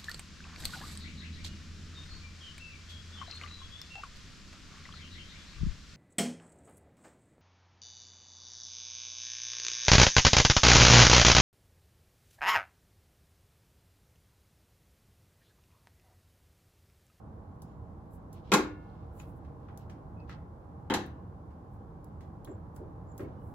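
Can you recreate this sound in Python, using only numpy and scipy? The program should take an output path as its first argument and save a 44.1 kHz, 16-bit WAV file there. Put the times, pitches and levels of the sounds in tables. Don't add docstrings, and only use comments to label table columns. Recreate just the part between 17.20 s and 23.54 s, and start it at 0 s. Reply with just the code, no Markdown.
import sys
import numpy as np
from scipy import signal
from scipy.fft import rfft, irfft, next_fast_len
from scipy.io import wavfile
from scipy.ndimage import uniform_filter1d

SR = 44100
rng = np.random.default_rng(int(sys.argv[2]) if len(sys.argv) > 2 else 0)


def log_audio(samples):
    frames = np.atleast_2d(samples).T
    limited = np.clip(frames, -1, 1)
    pcm = np.round(limited * 32767).astype(np.int16)
    wavfile.write(sys.argv[1], SR, pcm)


N = 279594


def amp(db):
    return 10 ** (np.asarray(db) / 20)


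def unit(x):
    return x / np.sqrt(np.mean(x ** 2) + 1e-20)


def along(points, hz):
    point_hz, values = np.transpose(points)
    return np.interp(np.log(hz + 1), np.log(point_hz + 1), values)


def hump(centre_hz, octaves):
    return lambda hz: -10 * np.log10(np.e) / 2 * (np.log2((hz + 1) / centre_hz) / octaves) ** 2


def resonance_db(resonances, hz):
    return sum(db / (1 + ((hz - centre) / half_width) ** 4) for centre, half_width, db in resonances)


def filtered(x, response):
    length = x.shape[-1]
    padded = next_fast_len(length + 8192)
    hz = np.fft.rfftfreq(padded, 1 / SR)
    return irfft(rfft(x, padded) * response(hz), padded)[..., :length]


def add(track, start_s, sound):
    start = max(round(start_s * SR), 0)
    part = track[:, start:start + sound.shape[-1]]
    part += sound[..., :part.shape[-1]]


def fade(t60_s):
    return np.exp(-np.log(1000) * np.arange(SR) / SR / t60_s)


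def damped(x, decay_times):
    hz, t, bands = signal.stft(x, SR, nperseg=256)
    decay = np.exp(-np.log(1000) * t / along(decay_times, hz)[:, None])
    return signal.istft(bands * decay, SR, nperseg=256)[1][:, :x.shape[-1]]


# frequency_hz, correlation
DIFFUSE_FIELD = [(100, 0.94), (250, 0.94), (450, .7), (900, 0.12), (1600, 0), (16000, 0.048)]
DIRECT_FIELD = [(200, 0.94), (900, 1), (2200, 0.32), (6000, -0.64), (11000, 0.36)]
def noise(spectrum_db, correlation, size=SR):
    def response(hz):
        angle = np.arccos(np.clip(along(correlation, hz), -1, 1)) / 2
        return amp(spectrum_db(hz)) * [np.cos(angle), np.sin(angle)]
    mid, side = filtered(rng.standard_normal((2, size)), response)
    return unit(np.array([mid + side, mid - side]))


# frequency_hz, relative_db
RUMBLE_SPECTRUM = [(18, -51.5), (28, -24.5), (42, -7), (62, -4), (85, -2), (160, -6.5), (205, -9),
                   (240, -13.5), (330, -14), (400, -19), (580, -20), (700, -24.5), (920, -25), (1100, -26),
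                   (1500, -33.5), (2300, -52), (3500, -83)]
HISS_SPECTRUM = [(800, -15.5), (2000, 1), (4000, -4), (8000, -9), (12500, -7.5), (14000, -21)]
# time_s, relative_db
RUMBLE_DRIFT = [(0.0, -47.5), (0.91, -47.5), (3.05, -46), (3.3, -48), (3.83, -45.5), (4.26, -48),
                (6.3, -45.5)]
# frequency_hz, half_width_hz, lift_db
ROOM_RESONANCES = [(77, 8, 2.5), (105.6, 5.7, 4), (167, 6.2, 3.5), (272, 22, 1.5), (467.2, 16, 5.5),
                   (644, 18, 4), (799, 72, 7.5), (1038, 110, 4.5)]
def room_tone():
    level_db = np.interp(np.arange(N) / SR, *np.transpose(RUMBLE_DRIFT)) + 0.84
    spectrum = lambda hz: along(RUMBLE_SPECTRUM, hz) + resonance_db(ROOM_RESONANCES, hz)
    rumble = amp(level_db) * noise(spectrum, DIFFUSE_FIELD, size=N) * amp([[-0.8], [0.8]])
    hiss = amp(-81.5) * noise(lambda hz: along(HISS_SPECTRUM, hz), DIFFUSE_FIELD, size=N)
    return rumble + hiss


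def rub(level_db, spectrum, sigma_s, grain_db=2.25):
    t = np.arange(SR) / SR - 0.5
    swell = np.exp(-(t / sigma_s) ** 2 / 2)
    roughness = unit(uniform_filter1d(rng.standard_normal(SR), size=100))
    grain = unit(amp(grain_db * roughness))
    return amp(level_db) * swell * grain * noise(spectrum, DIFFUSE_FIELD)


# peak_s, level_db, sigma_s
HOUSING_SLIDES = [(.292, -82, .04), (1.169, -70, 0.026), (1.297, -67.5, 0.036), (1.721, -79, .14),
                  (2.011, -74.5, .032), (2.46, -82.5, .05), (2.618, -73.5, 0.023), (3.12, -59.5, .02),
                  (6.131, -84.5, 0.063)]
def slides():
    out = np.zeros((2, N))
    for peak_s, level_db, sigma_s in HOUSING_SLIDES:
        add(out, peak_s - 0.5, rub(level_db, hump(2900, octaves=0.46), sigma_s))
    return out


# peak_s, level_db, pitch_hz, sigma_s
DRY_SQUEAKS = [(.29, -88, 6950, 0.033), (2.005, -64, 6870, 0.012), (3.008, -68, 2560, .021),
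               (5.31, -71.5, 7280, 0.025), (5.914, -70, 7120, .02), (6.048, -62.5, 2220, 0.0055),
               (6.213, -81, 2970, 0.023)]
def squeaks():
    out = np.zeros((2, N))
    for peak_s, level_db, pitch_hz, sigma_s in DRY_SQUEAKS:
        add(out, peak_s - 0.5, rub(level_db, hump(pitch_hz, octaves=0.015), sigma_s))
    return out


# frequency_hz, t60_s
REVERB_TIMES = [(150, 0.43), (400, 0.33), (1500, 0.39), (4000, 0.28), (7000, 0.22), (12000, .19)]
def in_room(sound, wet_db, onset_s=0.0018):
    t = np.arange(SR // 2) / SR
    tail = damped(noise(np.zeros_like, DIFFUSE_FIELD, size=len(t)), REVERB_TIMES)
    tail *= 1 - np.exp(-(t / onset_s) ** 2)
    reverb = signal.fftconvolve(sound[:1], tail / np.linalg.norm(tail[0]), axes=1)
    return sound + amp(wet_db) * reverb[:, :sound.shape[-1]]


def contact(level_db, spectrum, t60_s, wet_db):
    envelope = 0.89 * fade(t60_s / 5) + 0.93 * fade(t60_s)
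    return in_room(amp(level_db) * noise(spectrum, DIRECT_FIELD) * envelope, wet_db)


# start_s, level_db, centre_hz, t60_s
SHARP_CLICKS = [(.420, -54.5, 9800, 0.05), (1.129, -58, 10100, 0.087), (2.575, -47.5, 10300, 0.021),
                (3.862, -62, 12000, 0.058), (4.844, -60, 10970, 0.027), (5.247, -52.5, 10000, 0.025),
                (5.563, -57.5, 9500, .04), (5.979, -50.5, 10170, 0.046)]
def clicks():
    out = np.zeros((2, N))
    for start_s, level_db, centre_hz, t60_s in SHARP_CLICKS:
        add(out, start_s, contact(level_db, hump(centre_hz, octaves=0.72), t60_s, wet_db=-7.5))
    return out


# peak_s, level_db, sigma_s
HAND_BRUSHES = [(.943, -69.5, .021), (1.993, -66.5, 0.035), (2.083, -73.5, 0.035), (2.172, -76, 0.014),
                (4.544, -78.5, .021), (5.566, -68, 0.013), (6.006, -70, .031), (6.284, -75.5, .05)]
def brushes():
    out = np.zeros((2, N))
    for peak_s, level_db, sigma_s in HAND_BRUSHES:
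        add(out, peak_s - 0.5, rub(level_db, hump(11300, octaves=0.38), sigma_s))
    return out


def modal_ripple(depth_db, spacing_hz=45):
    hz = np.arange(1, 400) * spacing_hz
    ripple_db = depth_db * rng.standard_normal(len(hz)) * hz ** 2 / (hz ** 2 + 1800 ** 2)
    return np.column_stack([hz, ripple_db])


# frequency_hz, relative_db
LEFT_SEAT_SPECTRUM = [(90, -30), (200, -3.5), (330, -4.5), (520, -11.5), (640, -18), (820, -12.5),
                      (1100, -10), (1500, -14), (1880, -22), (2450, -18), (2850, -26), (3700, -22.5),
                      (7000, -31), (12000, -34.5), (16000, -48)]
RIGHT_SEAT_SPECTRUM = [(90, -35), (200, -4), (330, -8), (620, -18), (850, -9.5), (1220, -13.5), (1750, -13),
                       (2300, -20), (2900, -19), (3900, -17.5), (5500, -25.5), (8000, -30.5),
                       (11500, -31.5), (16000, -45)]
# frequency_hz, half_width_hz, lift_db
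PLATE_RESONANCES = [(208, 16, 0.5), (326, 11, 4), (387, 22, 2.5), (504, 20, 6.5), (840, 27, 3.5),
                    (1060, 27, 2), (1440, 50, -0.5), (1644, 39, 3), (2640, 150, 4.5), (3216, 130, 4.5),
                    (3858, 200, 5), (4770, 70, 6.5), (6044, 280, 6), (7150, 590, 6)]
# frequency_hz, t60_s
PLATE_DECAY_TIMES = [(150, 0.13), (400, 0.29), (1200, 0.12), (3000, 0.067), (12000, .075)]
# start_s, seat (0 left, 1 right), gain_db, treble_db
HOUSING_BLOWS = [(1.3183, 0, -21.5, -4.5), (1.3252, 0, -26.5, 3.5), (1.3370, 0, -19.5, 7.5),
                 (1.3420, 0, -21, -1), (3.7000, 1, -31.5, -21), (3.7071, 1, -30, -20),
                 (3.7201, 1, -33, -36), (3.7390, 1, -27, 4), (3.7460, 1, -30, -4.5)]
def clanks():
    out = np.zeros((2, N))
    ripple = modal_ripple(depth_db=3)
    plate = lambda hz: resonance_db(PLATE_RESONANCES, hz) + along(ripple, hz)
    for start_s, seat, gain_db, treble_db in HOUSING_BLOWS:
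        seat_spectrum = RIGHT_SEAT_SPECTRUM if seat else LEFT_SEAT_SPECTRUM
        hardness = lambda hz: treble_db * hz ** 2 / (hz ** 2 + 3500 ** 2) - 7 / (1 + (hz / 1100) ** 2)
        spectrum = lambda hz: along(seat_spectrum, hz) + plate(hz) + hardness(hz)
        clatter = damped(noise(spectrum, DIRECT_FIELD), PLATE_DECAY_TIMES)
        crack = amp(treble_db - 9.5) * noise(hump(3000, octaves=0.66), DIRECT_FIELD) * fade(0.01)
        add(out, start_s, in_room(amp(gain_db + 0.5) * (clatter + crack), wet_db=-5.5))
    return out * amp([[0.8], [-0.8]])


# start_s, level_db, pitch_hz, width_octaves
EDGE_PINGS = [(1.3201, -23, 2400, .25), (1.699, -74, 4080, .08), (2.001, -57, 2600, .11),
              (2.575, -66, 5900, 0.11), (3.001, -66, 4530, 0.096), (3.701, -37.5, 3200, 0.016),
              (5.251, -56, 3730, .11)]
def pings():
    out = np.zeros((2, N))
    for start_s, level_db, pitch_hz, width_octaves in EDGE_PINGS:
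        add(out, start_s, contact(level_db, hump(pitch_hz, width_octaves), t60_s=0.033, wet_db=-9.5))
    return out


def ring(modes, rise_s, scatter_db, spread_hz=1300):
    out, t = np.zeros((2, SR)), np.arange(SR) / SR
    for hz, level_db, t60_s in modes:
        strength, skew = rng.standard_normal(2)
        phase_gap = (1 + skew / 2) * hz / (hz + spread_hz)
        phase = rng.uniform(0, 2 * np.pi) + np.array([[0.5], [-0.5]]) * phase_gap
        decay = np.exp(-np.log(1000) * np.maximum(t - rise_s, 0) / t60_s)
        out += amp(level_db + scatter_db * strength) * decay * np.sin(2 * np.pi * hz * t + phase)
    return out * np.minimum(t / rise_s, 1)


# frequency_hz, t60_s, left_seat_db, right_seat_db
CHASSIS_MODES = [(153, 0.25, -32, -37), (209, 0.22, -22, -33), (262, 0.35, -34, -38), (301, 0.5, -20, -30),
                 (337, 0.45, -27, -31), (384, 0.38, -27, -36), (458, 0.3, -33, -42), (518, 0.35, -32, -32),
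                 (745, 0.3, -34, -39), (821, 0.26, -27, -33), (861, 0.3, -33, -39), (1040, 0.25, -27, -38),
                 (1082, 0.33, -34, -46), (1111, 0.22, -29, -41), (1142, 0.2, -31, -40),
                 (1265, 0.22, -36, -47), (1338, 0.22, -26, -44), (1408, 0.25, -25, -45),
                 (1584, 0.24, -33, -42), (1674, 0.33, -39, -45), (1787, 0.24, -40, -40),
                 (2068, 0.24, -35, -49), (2320, 0.25, -40, -52), (2553, 0.23, -33, -47),
                 (2794, 0.2, -46, -48), (3138, 0.18, -40, -42), (3381, 0.17, -38, -50),
                 (3887, 0.17, -41, -49)]
# frequency_hz, relative_db, t60_s
SHAFT_MODES = [(1436, -43.5, 0.91), (1653, -64, 0.855), (1740, -50.5, 0.88), (2150, -63.5, 1),
               (2735, -67.5, 0.8), (2838, -69.5, 0.83), (2953, -71, .9), (3018, -67.5, 0.8),
               (3626, -69, 0.77)]
# start_s, seat, chassis_gain_db, shaft_gain_db, rise_s
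RING_ONSETS = [(1.323, 0, -2, -2.5, 0.011), (3.701, 1, -2, -10.5, 0.012)]
def chassis_and_shaft():
    out = np.zeros((2, N))
    hz, t60_s, left_seat_db, right_seat_db = np.transpose(CHASSIS_MODES)
    for start_s, seat, chassis_gain_db, shaft_gain_db, rise_s in RING_ONSETS:
        modes = zip(hz, right_seat_db if seat else left_seat_db, t60_s)
        add(out, start_s, amp(chassis_gain_db) * ring(modes, rise_s, scatter_db=1.0))
        add(out, start_s, amp(shaft_gain_db) * ring(SHAFT_MODES, rise_s, scatter_db=5.5))
    return out * amp([[0.5], [-0.5]])


# frequency_hz, relative_db
TAP_SPECTRUM = [(300, -12.5), (800, -5.5), (1300, 5), (2400, -5), (4000, -13), (7000, -22), (14000, -36)]
# start_s, level_db, tilt_db_per_octave
CHASSIS_TAPS = [(1.999, -58.5, 4.5), (2.249, -68, 1), (2.485, -58.5, -5.5), (2.698, -60, 6),
                (3.095, -50, -0.3), (4.308, -74, 4), (5.008, -65, 6.5), (5.028, -77, 9), (5.274, -58.5, -9),
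                (5.565, -65.5, -5), (5.995, -49.5, -12.5), (6.005, -58.5, 3.5), (6.083, -67, -3)]
def taps():
    out = np.zeros((2, N))
    for start_s, level_db, tilt in CHASSIS_TAPS:
        spectrum = lambda hz: along(TAP_SPECTRUM, hz) + tilt * np.log2(0.5 + hz / 1800)
        add(out, start_s, contact(level_db, spectrum, t60_s=0.11, wet_db=-2))
    return out


# frequency_hz, relative_db
THUD_SPECTRUM = [(120, -13), (220, -7), (330, 1), (420, -5), (600, -10.5), (1000, -44), (2500, -88)]
# start_s, level_db
BELT_PUSHES = [(2.255, -59), (2.478, -60), (2.755, -50.5), (5.272, -41), (5.592, -42.5), (5.995, -35)]
def belt_thuds(rise_s=0.0079):
    out, t = np.zeros((2, N)), np.arange(SR) / SR
    envelope = fade(t60_s=0.43) * (1 - np.exp(-t / rise_s))
    for start_s, level_db in BELT_PUSHES:
        thud = noise(lambda hz: along(THUD_SPECTRUM, hz), DIFFUSE_FIELD)
        add(out, start_s, amp(level_db) * thud * envelope)
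    return out


def scene():
    impacts = clanks() + chassis_and_shaft() + clicks() + taps() + pings()
    friction = slides() + brushes() + squeaks()
    return impacts + friction + belt_thuds() + room_tone()


def record(dry, cutoff_hz=15900):
    def response(hz):
        notch = lambda centre_hz, width_hz, db: amp(db * np.exp(-((hz - centre_hz) / width_hz) ** 2))
        lowpass = 1 / np.sqrt(1 + (hz / cutoff_hz) ** 200)
        return notch(9120, 450, db=-15) * notch(13800, 550, db=-13) * lowpass
    return filtered(dry, response)


dry = scene()
out = record(dry)
log_audio(out)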